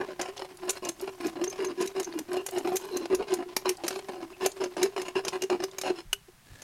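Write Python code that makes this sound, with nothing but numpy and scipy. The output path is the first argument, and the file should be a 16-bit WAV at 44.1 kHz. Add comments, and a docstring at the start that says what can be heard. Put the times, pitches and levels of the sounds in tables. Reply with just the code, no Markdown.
"""Outdoors, a dental rasp works back and forth over a horse's cheek teeth, about five strokes a second.
Its grit scrapes the enamel and makes the open mouth ring hollow; saliva sizzles, steel clinks on the
teeth and chips of enamel tick. Here and there the shaft chatters and sings briefly. The rasping stops
and one sharp metal clack follows, with a few soft bumps on the microphone and a faint rub."""
import sys
import numpy as np
from scipy import signal
from scipy.fft import rfft, irfft, next_fast_len
from scipy.io import wavfile

SR = 44100
rng = np.random.default_rng(int(sys.argv[2]) if len(sys.argv) > 2 else 0)


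def store_pcm(level_fs):
    """Save levels as 16-bit WAV."""
    pcm = np.round(np.clip(level_fs, -1, 1) * 32767).astype(np.int16)
    wavfile.write(sys.argv[1], SR, np.atleast_2d(pcm).T)


N = 292373
TIME = np.arange(N) / SR


def amp(db):
    """Decibels to gain."""
    return 10 ** (np.asarray(db) / 20)


def unit(x):
    """Scales to rms 1."""
    return x / np.sqrt(np.mean(x ** 2) + 1e-20)


def add(mix, start_s, sound):
    """Mixes a sound in at start_s."""
    part = mix[max(round(start_s * SR), 0):][:len(sound)]
    part += sound[:len(part)]


def fade(t, t60_s):
    """Falls 60 dB in t60_s."""
    return np.exp(-np.log(1000) * t / max(t60_s, 1e-3))


def band(x, low_hz, high_hz):
    """Band-pass."""
    return signal.sosfilt(signal.butter(3, [low_hz, high_hz], "band", fs=SR, output="sos"), x)


def split(x, hz):
    """The parts below and above hz."""
    low = signal.sosfiltfilt(signal.butter(2, hz, fs=SR, output="sos"), x)
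    return low, x - low


def colour(x, spectrum, size=4096):
    """Minimum-phase filter of unit energy; attacks stay sharp."""
    hz, db = np.transpose(spectrum)
    bins_hz = abs(np.fft.fftfreq(size, 1 / SR))
    log_gain = np.log(amp(np.interp(np.log(bins_hz + 1), np.log(hz), db)))
    taps = np.fft.ifft(np.exp(np.conj(signal.hilbert(log_gain)))).real[:size // 2]
    return signal.oaconvolve(x, taps / np.linalg.norm(taps))[:len(x)]


def resonate(x, hz, width_hz):
    """Resonance of gain 1; hz may be a curve."""
    carrier = np.exp(2j * np.pi * np.cumsum(hz * np.ones(len(x))) / SR)
    pole = np.exp(-np.pi * width_hz / SR)
    return 2 * (carrier * signal.lfilter([1 - pole], [1, -pole], x / carrier + 1e-18)).real


def ring(modes, t, spread_db):
    """Dying modes; each blow lands elsewhere and weights them anew."""
    return sum(amp(db + spread_db * rng.standard_normal()) * fade(t, t60_s)
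               * np.sin(2 * np.pi * (hz * t + rng.random())) for hz, db, t60_s in modes)


def wander(rate_hz):
    """Random motion of rms 1, rolled off above rate_hz."""
    size = next_fast_len(N)
    rolloff = np.exp(-(np.fft.rfftfreq(size, 1 / SR) / rate_hz) ** 2)
    return unit(irfft(rfft(rng.standard_normal(size)) * rolloff, size)[:N])


def even_out(x, window_s):
    """Removes swells slower than the window."""
    window = signal.windows.hann(int(window_s * SR) | 1)
    power = abs(signal.oaconvolve(x ** 2, window / window.sum(), "same"))
    return x / np.sqrt(power + 1e-12)


def shaped(x, envelope, low_hz, high_hz):
    """Envelopes a noise so that the band carries the envelope's energy."""
    burst = x * envelope
    return burst * np.linalg.norm(envelope) / (np.linalg.norm(band(burst, low_hz, high_hz)) + 1e-12)


# Each row: frequency in Hz, relative level in dB.
AIR_SPECTRUM = [(25, 0.5), (60, -2.5), (150, 0.5), (400, -18.5), (700, -11.5), (1800, -12.5), (4000, -17.5),
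                (10000, -19.5), (16000, -25)]


def open_air(level_db=-59.5):
    """Quiet, steady outdoor noise."""
    return amp(level_db) * colour(rng.standard_normal(N), AIR_SPECTRUM)


def grit(grains_per_s, size_db, judder_db, judder_hz):
    """Tiny impulses, bunched as a sliding surface catches and slips."""
    sizes = amp(size_db * np.minimum(rng.exponential(1, N), 4)) * rng.choice([-1, 1], N)
    return sizes * (rng.random(N) < grains_per_s / SR) * amp(judder_db * wander(judder_hz))


def snags(per_s=95, t60_s=0.035):
    """The rasp catches and lets go: jerks of uneven size and spacing."""
    times = np.cumsum(rng.gamma(2, 0.5 / per_s, N // 100))
    onsets = (times[times < TIME[-1]] * SR).astype(int)
    jerks = np.zeros(N)
    jerks[onsets] = rng.rayleigh(1, len(onsets))
    return even_out(signal.oaconvolve(jerks, fade(TIME[:SR // 20], t60_s))[:N], window_s=0.08)


def tooth_spot(x, share, t60_s=0.033):
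    """Each spot on a tooth has its own short, irregular resonances."""
    t = TIME[:SR // 50]
    taps = rng.standard_normal(len(t)) * fade(t, t60_s)
    ringing = signal.fftconvolve(x, taps / np.linalg.norm(taps))[:len(x)]
    return np.sqrt(1 - share) * x + np.sqrt(share) * ringing


def stroke(t, length_s, hardest, swell_db, t60_s, grip_s=0.0034, bite_width_s=0.021):
    """Envelope of a stroke: grip, swell to the hardest bite, release."""
    slack = 1 - np.exp(-((t - hardest * length_s) / bite_width_s) ** 2)
    release = fade(np.maximum(t - length_s, 0), t60_s)
    return np.minimum(t / grip_s, 1) * amp(-swell_db * slack) * release


# Each row: start in seconds, length in seconds, hardest bite as a share of the length, scrape in dB,
# brightness in dB, hollow ring in dB, mouth pitch at mid-stroke in Hz, direction +1 or -1.
RASP_STROKES = [(0.0, 0.043, 0.0, -35, -17.5, -31.5, 421, -1), (0.082, 0.05, 0, -39.5, -16, -40, 364.2, -1),
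                (0.198, 0.11216, 0.34, -42.5, -6, -50, 372, 1),
                (0.363, 0.094, 0.4, -44.5, -7, -51, 392, -1), (0.623, 0.07, 1, -39.5, -12, -34, 370.3, 1),
                (0.728, 0.053, 0.86, -51, 3.5, -50, 394.6, -1),
                (0.822, 0.075, 1.0, -37, -8.5, -33, 353.6, -1), (0.988, 0.11, 1, -45.5, -9, -44, 368, 1),
                (1.201, 0.087, 0.52, -41.5, -4.5, -32, 332.3, -1),
                (1.353, 0.091, 0.69, -42.5, -20, -34, 340, 1), (1.51, 0.076, 0, -46, -3.5, -47, 372, -1),
                (1.588, 0.13, 0.33, -39.5, -6.5, -25, 371.7, -1),
                (1.774, 0.086, 0.42, -38, -7, -26.5, 361.2, 1),
                (1.949, 0.072, 0.55, -39.5, -8.5, -29.5, 376.2, -1),
                (2.065, 0.14, 1, -45.5, -13.5, -33, 332.8, -1),
                (2.284, 0.13, 0.34, -39, -14, -30.5, 366.1, 1),
                (2.517, 0.094, 0.62, -36.5, -10.5, -28, 362, -1),
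                (2.642, 0.11, 1, -34.5, -18, -28, 350.9, 1), (2.798, 0.12, 0.49, -47, -6, -40, 381.7, 1),
                (2.909, 0.14, 0.4, -40.5, -7, -27.5, 355, -1),
                (3.099, 0.048, 0.82, -34.5, -12.5, -23, 366.7, 1),
                (3.187, 0.034, 0.5, -37.5, -19, -30.5, 400, 1),
                (3.269, 0.095, 0.48, -38.5, -7.5, -32.5, 379.6, -1),
                (3.385, 0.047, 0.27, -39, -17.5, -33, 339.3, 1),
                (3.647, 0.069, 0.69, -46, 2.5, -28.5, 369.4, -1),
                (3.836, 0.16, 0.0, -43.5, 0.5, -35, 363.2, 1),
                (4.089, 0.1568, 0.04, -42, -14.5, -38, 362.5, -1),
                (4.406, 0.063, 0.85, -35.5, -4, -27.5, 375.2, 1),
                (4.599, 0.065, 0.38, -36.5, -10.5, -27.5, 374.5, -1),
                (4.765, 0.1007, 0.79, -36, -6.5, -25, 365.2, 1),
                (4.961, 0.069, 0.46, -39.5, -6.5, -31.5, 380.3, -1),
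                (5.043, 0.049, 0.93, -43.5, -0.5, -45, 367, -1),
                (5.151, 0.052, 0.52, -36.5, -8, -35, 372.4, 1),
                (5.235, 0.047, 0.99, -46.5, -4, -36.5, 381, -1),
                (5.322, 0.046, 0.67, -38, -6.5, -36.5, 377.9, -1),
                (5.408, 0.034, 0.93, -47.5, 5, -30, 367.6, 1),
                (5.496, 0.062, 0.47, -34.5, -13, -25, 359.6, -1),
                (5.591, 0.052, 0.97, -43, -6.5, -29, 369, 1), (5.833, 0.075, 0.5, -32, -7.5, -35, 366, -1),
                (5.958, 0.05, 0.62, -50.5, 1.5, -42.5, 345, 1)]
# Each row: start in seconds, crunch in dB, hollow ring in dB.
ENAMEL_CRUNCHES = [(0.194, -28, -27.5), (0.257, -35, -43), (0.283, -52, -32), (0.413, -34, -34.5),
                   (1.02, -40, -25.5), (1.072, -37, -29), (1.248, -42, -16.5), (1.358, -43, -28),
                   (1.413, -32, -17.5), (1.468, -39, -25.5), (2.151, -49, -20.5), (2.338, -36.5, -66),
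                   (2.366, -31.5, -22), (2.647, -37, -21), (2.672, -29, -23.5), (3.223, -34, -47),
                   (3.318, -36, -16.5), (3.455, -57, -32), (3.656, -27, -22.5), (3.836, -32.5, -25),
                   (3.958, -35.5, -30), (4.085, -35.5, -37), (4.222, -42.5, -27), (4.301, -51, -42),
                   (4.418, -35, -27), (4.766, -34, -39), (4.812, -37, -20.5), (4.963, -30.5, -28),
                   (5.154, -35, -18.5), (5.499, -26, -42), (5.602, -35, -38), (5.898, -38, -18.5),
                   (6.278, -56, -45.5)]


def bites(hollow_t60_s=0.11, crunch_bright_db=-8.5):
    """Envelopes of each stroke, and of each crunch as the rasp jams on enamel and breaks through."""
    for start_s, length_s, hardest, db, bright_db, ring_db, _, _ in RASP_STROKES:
        t = TIME[:int(length_s * SR) + SR // 6]
        pressure = amp(db) * stroke(t, length_s, hardest, swell_db=7, t60_s=0.041)
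        ringing = amp(ring_db) * stroke(t, length_s, hardest, swell_db=8, t60_s=hollow_t60_s)
        yield start_s, pressure, bright_db, ringing
    t = TIME[:SR // 6]
    for start_s, db, ring_db in ENAMEL_CRUNCHES:
        pressure = amp(db) * np.minimum(t / 0.002, 1) * fade(t, t60_s=0.057)
        ringing = amp(ring_db) * np.minimum(t / 0.012, 1) * fade(t, hollow_t60_s)
        yield start_s, pressure, crunch_bright_db, ringing


def mouth_pitch(glide_hz_per_s=370, low_hz=319, high_hz=412):
    """The sliding rasp retunes the mouth's air: up in one direction, down in the other."""
    start_s, length_s, *_, mid_hz, direction = np.transpose(RASP_STROKES)
    glide_hz = np.sign(direction) * glide_hz_per_s * length_s / 2
    ends_s = np.ravel([start_s, start_s + length_s], "F")
    ends_hz = np.ravel([mid_hz - glide_hz, mid_hz + glide_hz], "F")
    return np.clip(np.interp(TIME, ends_s, ends_hz), low_hz, high_hz)


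# Each row: frequency in Hz, relative level in dB.
SKULL_SPECTRUM = [(50, 9), (130, -15), (220, -47), (300, 13), (450, 41.5), (900, -51.5)]


def hollow_head(force, tone_db=-0.13, jolt_db=-7, skull_db=-20):
    """Tool chatter keeps the mouth's air swinging, snags jolt it and the skull answers dully."""
    mouth_hz = mouth_pitch()
    cycles = np.cumsum(mouth_hz * (1 + 0.033 * wander(55))) / SR
    tone = np.sqrt(2) * np.sin(2 * np.pi * cycles) * amp(1.2 * wander(45))
    jolts = unit(resonate(resonate(force, mouth_hz, width_hz=150), mouth_hz, width_hz=150))
    return amp(tone_db) * tone + amp(jolt_db) * jolts + amp(skull_db) * colour(force, SKULL_SPECTRUM)


# Each row: frequency in Hz, width in Hz, gain in dB.
SHAFT_MODES = [(1680, 180, -4), (2480, 140, -2), (2840, 140, 4.5), (4130, 150, 4), (5230, 190, 6),
               (6850, 160, 8), (8250, 180, 4), (8850, 200, 4), (10000, 200, 10), (12100, 220, 4)]


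def shaft(x, spread_db=2.5):
    """Grit rings the steel shaft; the grip reweights its modes and bends them as it slides."""
    for hz, width_hz, db in SHAFT_MODES:
        weight, first, last = rng.standard_normal(3)
        bend = 1 + 0.01 * np.linspace(first, last, len(x))
        x = x + amp(db + spread_db * weight) * resonate(x, hz * bend, width_hz)
    return x


# Each row: time in seconds, relative sizzle level in dB.
SALIVA_LEVELS = [(0, -12), (1.1, 4), (1.6, -10), (2.3, 0), (2.8, 6), (3.25, -20), (3.9, -1), (6, -13)]


def saliva(gain_db=-7, ticks_per_s=420, t60_s=0.022, size_db=2.5, pitches=24):
    """Wet films snap under the rasp: a fizz of high ticks."""
    t, out = TIME[:SR // 40], np.zeros(N)
    sizes = amp(size_db * np.minimum(rng.exponential(1, N), 3)) * (rng.random(N) < ticks_per_s / SR)
    pitch_index = rng.integers(0, pitches, N)
    for k, hz in enumerate(np.geomspace(5500, 13500, pitches)):
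        ping = np.sin(2 * np.pi * hz * t) * fade(t, t60_s)
        snap = rng.standard_normal(len(t)) * fade(t, t60_s / 2)
        out += signal.oaconvolve(sizes * (pitch_index == k), ping + snap)[:N]
    wetness_db = np.interp(TIME, *np.transpose(SALIVA_LEVELS))
    return amp(gain_db + wetness_db) * unit(band(out, 4500, 14000))


def rasp_force(light_skip=0.68, heavy_skip=0.26):
    """Grit fractures enamel; a light pass skips from snag to snag, a heavy one grinds more evenly."""
    grains = even_out(grit(grains_per_s=5000, size_db=2, judder_db=-1, judder_hz=155), window_s=0.43)
    start_s, length_s, _, scrape_db = np.transpose(RASP_STROKES)[:4]
    weight_db = np.interp(TIME, start_s + length_s / 2, scrape_db)
    skip = np.interp(weight_db, [-43, -31], [light_skip, heavy_skip])
    return grains * (1 - skip + skip * snags())


# Each row: frequency in Hz, relative level in dB.
SCRAPE_SPECTRUM = [(60, -29.5), (150, -15.5), (250, -8), (480, -2.5), (600, 1.5), (1100, -7), (1300, -8.5),
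                   (2000, -9), (2900, -9), (3300, -12.5), (5200, -14), (7500, -24.5), (11500, -29.5),
                   (16000, -119)]
# Each row: frequency in Hz, width in Hz, gain in dB.
JAW_MODES = [(578, 6.4, -10), (738, 55, -4), (1025, 79, 4.5)]


def rasp(drag_db=-58, sway_db=3.5, drag_ring_db=4, stop_s=6.02, dull_hz=(480, 1500)):
    """The scrape drives jaw, tool and mouth; between strokes the rasp drags lightly."""
    force = rasp_force()
    scrape = colour(force, SCRAPE_SPECTRUM)
    scrape = scrape + sum(amp(db) * resonate(scrape, hz, width_hz) for hz, width_hz, db in JAW_MODES)
    drag = amp(drag_db + sway_db * wander(38)) * (TIME < stop_s)
    out = shaped(scrape, drag, *dull_hz)
    hollow_power, edge_power = (drag * amp(drag_ring_db)) ** 2, drag ** 2
    for start_s, pressure, bright_db, ringing in bites():
        piece = scrape[int(start_s * SR):][:len(pressure)]
        # sharp enamel edges add treble above the dull grinding
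        dull, edge = split(shaft(tooth_spot(piece, share=0.42)), hz=1500)
        dull = shaped(dull, pressure, *dull_hz)
        edge = shaped(edge, pressure, 1500, 5000)
        add(out, start_s, dull + amp(bright_db) * edge)
        add(edge_power, start_s, (pressure * amp(bright_db)) ** 2)
        add(hollow_power, start_s, ringing ** 2)
    return out + hollow_head(force) * np.sqrt(hollow_power) + saliva() * np.sqrt(edge_power)


# Each row: time in seconds, level in dB, relative dull part in dB, relative top treble in dB.
STEEL_KNOCKS = [(0.215, -13, -1, -21), (0.3704, -31, 1, -24), (0.695, -5.5, -17, -28),
                (0.7054, -16.5, -4, 2), (.851, -19.5, -7, -14), (0.8902, -13.5, -14, -7),
                (1.269, -22.5, -26, -6), (1.4416, -14, -5, -19), (1.5, -26, -25, -7),
                (1.648, -18, -31, -17), (1.8128, -19.5, -13, -9), (1.8237, -16, -27, -25),
                (1.861, -28, -20, -1), (1.8757, -18.5, -38, -13), (1.9999, -17.5, 2, -6.5),
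                (2.0317, -23, -26, -11), (2.046, -20.5, -23, -21), (2.19, -22.5, 5, -1),
                (2.4651, -15.5, -5, -7), (2.488, -25, 7, -18), (2.584, -24, 4, -3.5),
                (2.7588, -17.5, -10, 1.5), (2.768, -11, -20, -9), (2.971, -17, -8, -9),
                (3.057, -30, 13, -32), (3.149, -12.5, -25, -11), (3.3398, -15, -11, -5.5),
                (3.5666, -8.5, -0.5, -6), (3.6931, -7.5, -8, -9.5), (3.867, -26.5, 7, -10),
                (3.8818, -10.5, -3.5, -5.5), (3.908, -26.5, 12, -10), (4.462, -9.5, 2, -7),
                (4.6402, -19, 3.5, -32), (4.831, -5.5, -40, -12.5), (5.018, -23, 5.5, -9),
                (5.251, -18.5, 3.5, -14), (5.275, -31, 1, -20), (5.283, -10, 0, -22),
                (5.4221, -15.5, -1, -14), (5.437, -19.5, 1, -21), (5.6391, -14.5, -1, -35),
                (5.7854, -15, -3, -11), (5.8149, -13.5, -7, -16), (6.6204, -25, -5, -26)]
# Each row: frequency in Hz, relative level in dB.
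CONTACT_SPECTRUM = [(300, -113.5), (1200, 1), (2500, 9), (3300, 1.5), (4500, 8.5), (6500, 13.5), (8000, 7),
                    (11000, 7), (14000, -1.5), (16000, -13)]
# Each row: frequency in Hz, level in dB, t60 in seconds.
STEEL_MODES = [(3940, -13, 0.038), (5680, -10, .04), (6330, -6.5, 0.045), (7130, -12, 0.045),
               (9760, -19, .05), (10920, -20, 0.05), (12680, -20, 0.05), (13720, -22, .05)]


def clinks(rise_s=0.0023, contact_db=-5, ring_db=-12, thud_db=-8, hollow_db=5, top_db=8):
    """Steel knocks on teeth: a rattle of contacts, a ring and a dull blow."""
    t = TIME[:SR // 8]
    contacts, rings, blows = np.zeros((3, N))
    for time_s, db, dull_db, treble_db in STEEL_KNOCKS:
        start_s = time_s - rise_s
        onset = amp(db) * (1 - np.exp(-t / rise_s))
        rattle = onset * fade(t, t60_s=0.027)
        soft, hard = split(rattle * tooth_spot(rng.standard_normal(len(t)), share=0.8), hz=8500)
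        add(contacts, start_s, soft + amp(treble_db + top_db) * hard)
        add(blows, start_s, amp(dull_db) * rattle * rng.standard_normal(len(t)))
        detune = rng.uniform(0.988, 1.012)  # the grip loads the steel differently at each knock
        add(rings, start_s, onset * ring(STEEL_MODES, t * detune, spread_db=4))
    thud = amp(thud_db) * colour(blows, SCRAPE_SPECTRUM)
    thud = thud + amp(hollow_db) * resonate(thud, mouth_pitch(), width_hz=40)
    return amp(contact_db) * colour(contacts, CONTACT_SPECTRUM) + amp(ring_db) * rings + thud


# Each row: time in seconds, level in dB, pitch in Hz.
ENAMEL_CHIPS = [(0.378, -20.5, 4430), (.572, -31, 7500), (0.998, -29, 5000), (1.013, -24, 8456),
                (2.126, -26, 3200), (2.332, -24.5, 8050), (2.51, -25, 10000), (3.042, -40, 4530),
                (3.771, -29.5, 7000), (4.518, -24.5, 6020), (4.77, -28, 6025), (5.714, -33, 5500)]


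def chips(gain_db=-8, t60_s=0.022):
    """Enamel snaps off; each chip rings briefly around its own pitch."""
    t, out = TIME[:SR // 20], np.zeros(N)
    for time_s, db, hz in ENAMEL_CHIPS:
        noise = band(rng.standard_normal(len(t)), hz / 2, hz * np.sqrt(2))
        snap = unit(tooth_spot(noise, share=0.88))
        add(out, time_s - 0.001, amp(db + gain_db) * fade(t, t60_s) * snap)
    return out


# Each row: start in seconds, length in seconds, pitch in Hz, level in dB.
SHAFT_SQUEALS = [(1.475, 0.011, 6340, -33.5), (1.497, 0.018, 6250, -39), (1.662, 0.019, 6267, -42),
                 (2.044, 0.017, 6320, -39), (2.357, 0.066, 2810, -46), (2.911, 0.048, 4100, -47.5),
                 (3.648, 0.032, 4080, -41), (3.649, 0.035, 1025, -31), (3.768, 0.067, 799, -47.5),
                 (4.322, 0.0376, 2666, -51.5), (5.15, 0.046, 2753, -36)]


def squeals(width_hz=150):
    """The shaft chatters on one mode: a short, husky tone."""
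    out = np.zeros(N)
    for start_s, length_s, hz, db in SHAFT_SQUEALS:
        window = np.sqrt(signal.windows.hann(int(length_s * SR)))
        tone = resonate(resonate(rng.standard_normal(SR // 4), hz, width_hz), hz, 2 * width_hz)
        add(out, start_s, amp(db) * window * unit(tone[-len(window):]))
    return out


# Each row: start in seconds, level in dB, pitch in Hz, length in seconds.
SOFT_BUMPS = [(3.07, -53, 45, 0.22), (6.043, -47.5, 78.5, 0.0472), (6.03, -48, 28, 0.141),
              (6.487, -48, 87, 0.087)]


def bumps():
    """Soft bumps on the microphone: short swells of rumble."""
    out = np.zeros(N)
    for start_s, db, hz, length_s in SOFT_BUMPS:
        window = signal.windows.hann(int(length_s * SR))
        rumble = band(rng.standard_normal(N), hz / 2, hz * np.sqrt(2))
        add(out, start_s, amp(db) * window * unit(rumble[-len(window):]))
    return out


# Each row: frequency in Hz, level in dB, t60 in seconds.
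CLACK_MODES = [(398, -28, 0.16), (990, -22, .04), (1500, -17, 0.04), (2540, -12, .025), (2930, 3.5, 0.022),
               (6300, -10, 0.034), (9200, -8, .016), (12570, -15, 0.036)]


def clack(start_s=6.1292, gain_db=-13.5, crack_db=-4, rise_s=0.0014):
    """Metal strikes metal outside the mouth: a crack and a short, bright ring."""
    t, out = TIME[:SR // 3], np.zeros(N)
    crack = amp(crack_db) * fade(t, t60_s=0.027) * unit(band(rng.standard_normal(len(t)), 720, 11500))
    attack = 1 - np.exp(-t / rise_s)
    add(out, start_s, amp(gain_db) * attack * (crack + ring(CLACK_MODES, t, spread_db=1)))
    return out


# Each row: frequency in Hz, relative level in dB.
RUB_SPECTRUM = [(300, -1), (1700, -13.5), (4000, -10), (7500, -15), (13000, -25)]


def rub(start_s=6.41, rise_s=0.13, level_db=-55, tone_db=18):
    """Something brushes lightly by: fine grains with one thin resonance."""
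    grains = colour(grit(grains_per_s=2500, size_db=4, judder_db=2.5, judder_hz=50), RUB_SPECTRUM)
    tone = amp(tone_db) * resonate(grains, hz=1720, width_hz=70)
    swell = np.clip((TIME - start_s) / rise_s, 0, 1)
    return amp(level_db) * swell * unit(grains + tone)


def scatter(x, wet_db, t60_s, echoes_per_s=2000):
    """Adds faint echoes off the horse's head, the handler and the ground."""
    t = TIME[:SR // 2]
    echoes = rng.standard_normal(len(t)) * (rng.random(len(t)) < echoes_per_s / SR)
    taps = echoes * (t > 0.003) * fade(t, t60_s)
    return x + amp(wet_db) * signal.oaconvolve(x, taps / np.linalg.norm(taps))[:N]


def scene():
    """Rasp and steel close by, over quiet open air; mono."""
    air = open_air()
    work = scatter(rasp() + squeals() + clinks() + chips(), wet_db=-14, t60_s=0.15)
    last_clack = scatter(clack(), wet_db=-21, t60_s=0.14)
    return (air + work + last_clack + bumps() + rub())[None]


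def record(dry, cutoff_hz=16300):
    """Steep low-pass."""
    taps = signal.firwin(255, cutoff_hz, window=("kaiser", 9), fs=SR)
    return signal.oaconvolve(dry, taps[None], "same")


dry = scene()
out = record(dry)
store_pcm(out)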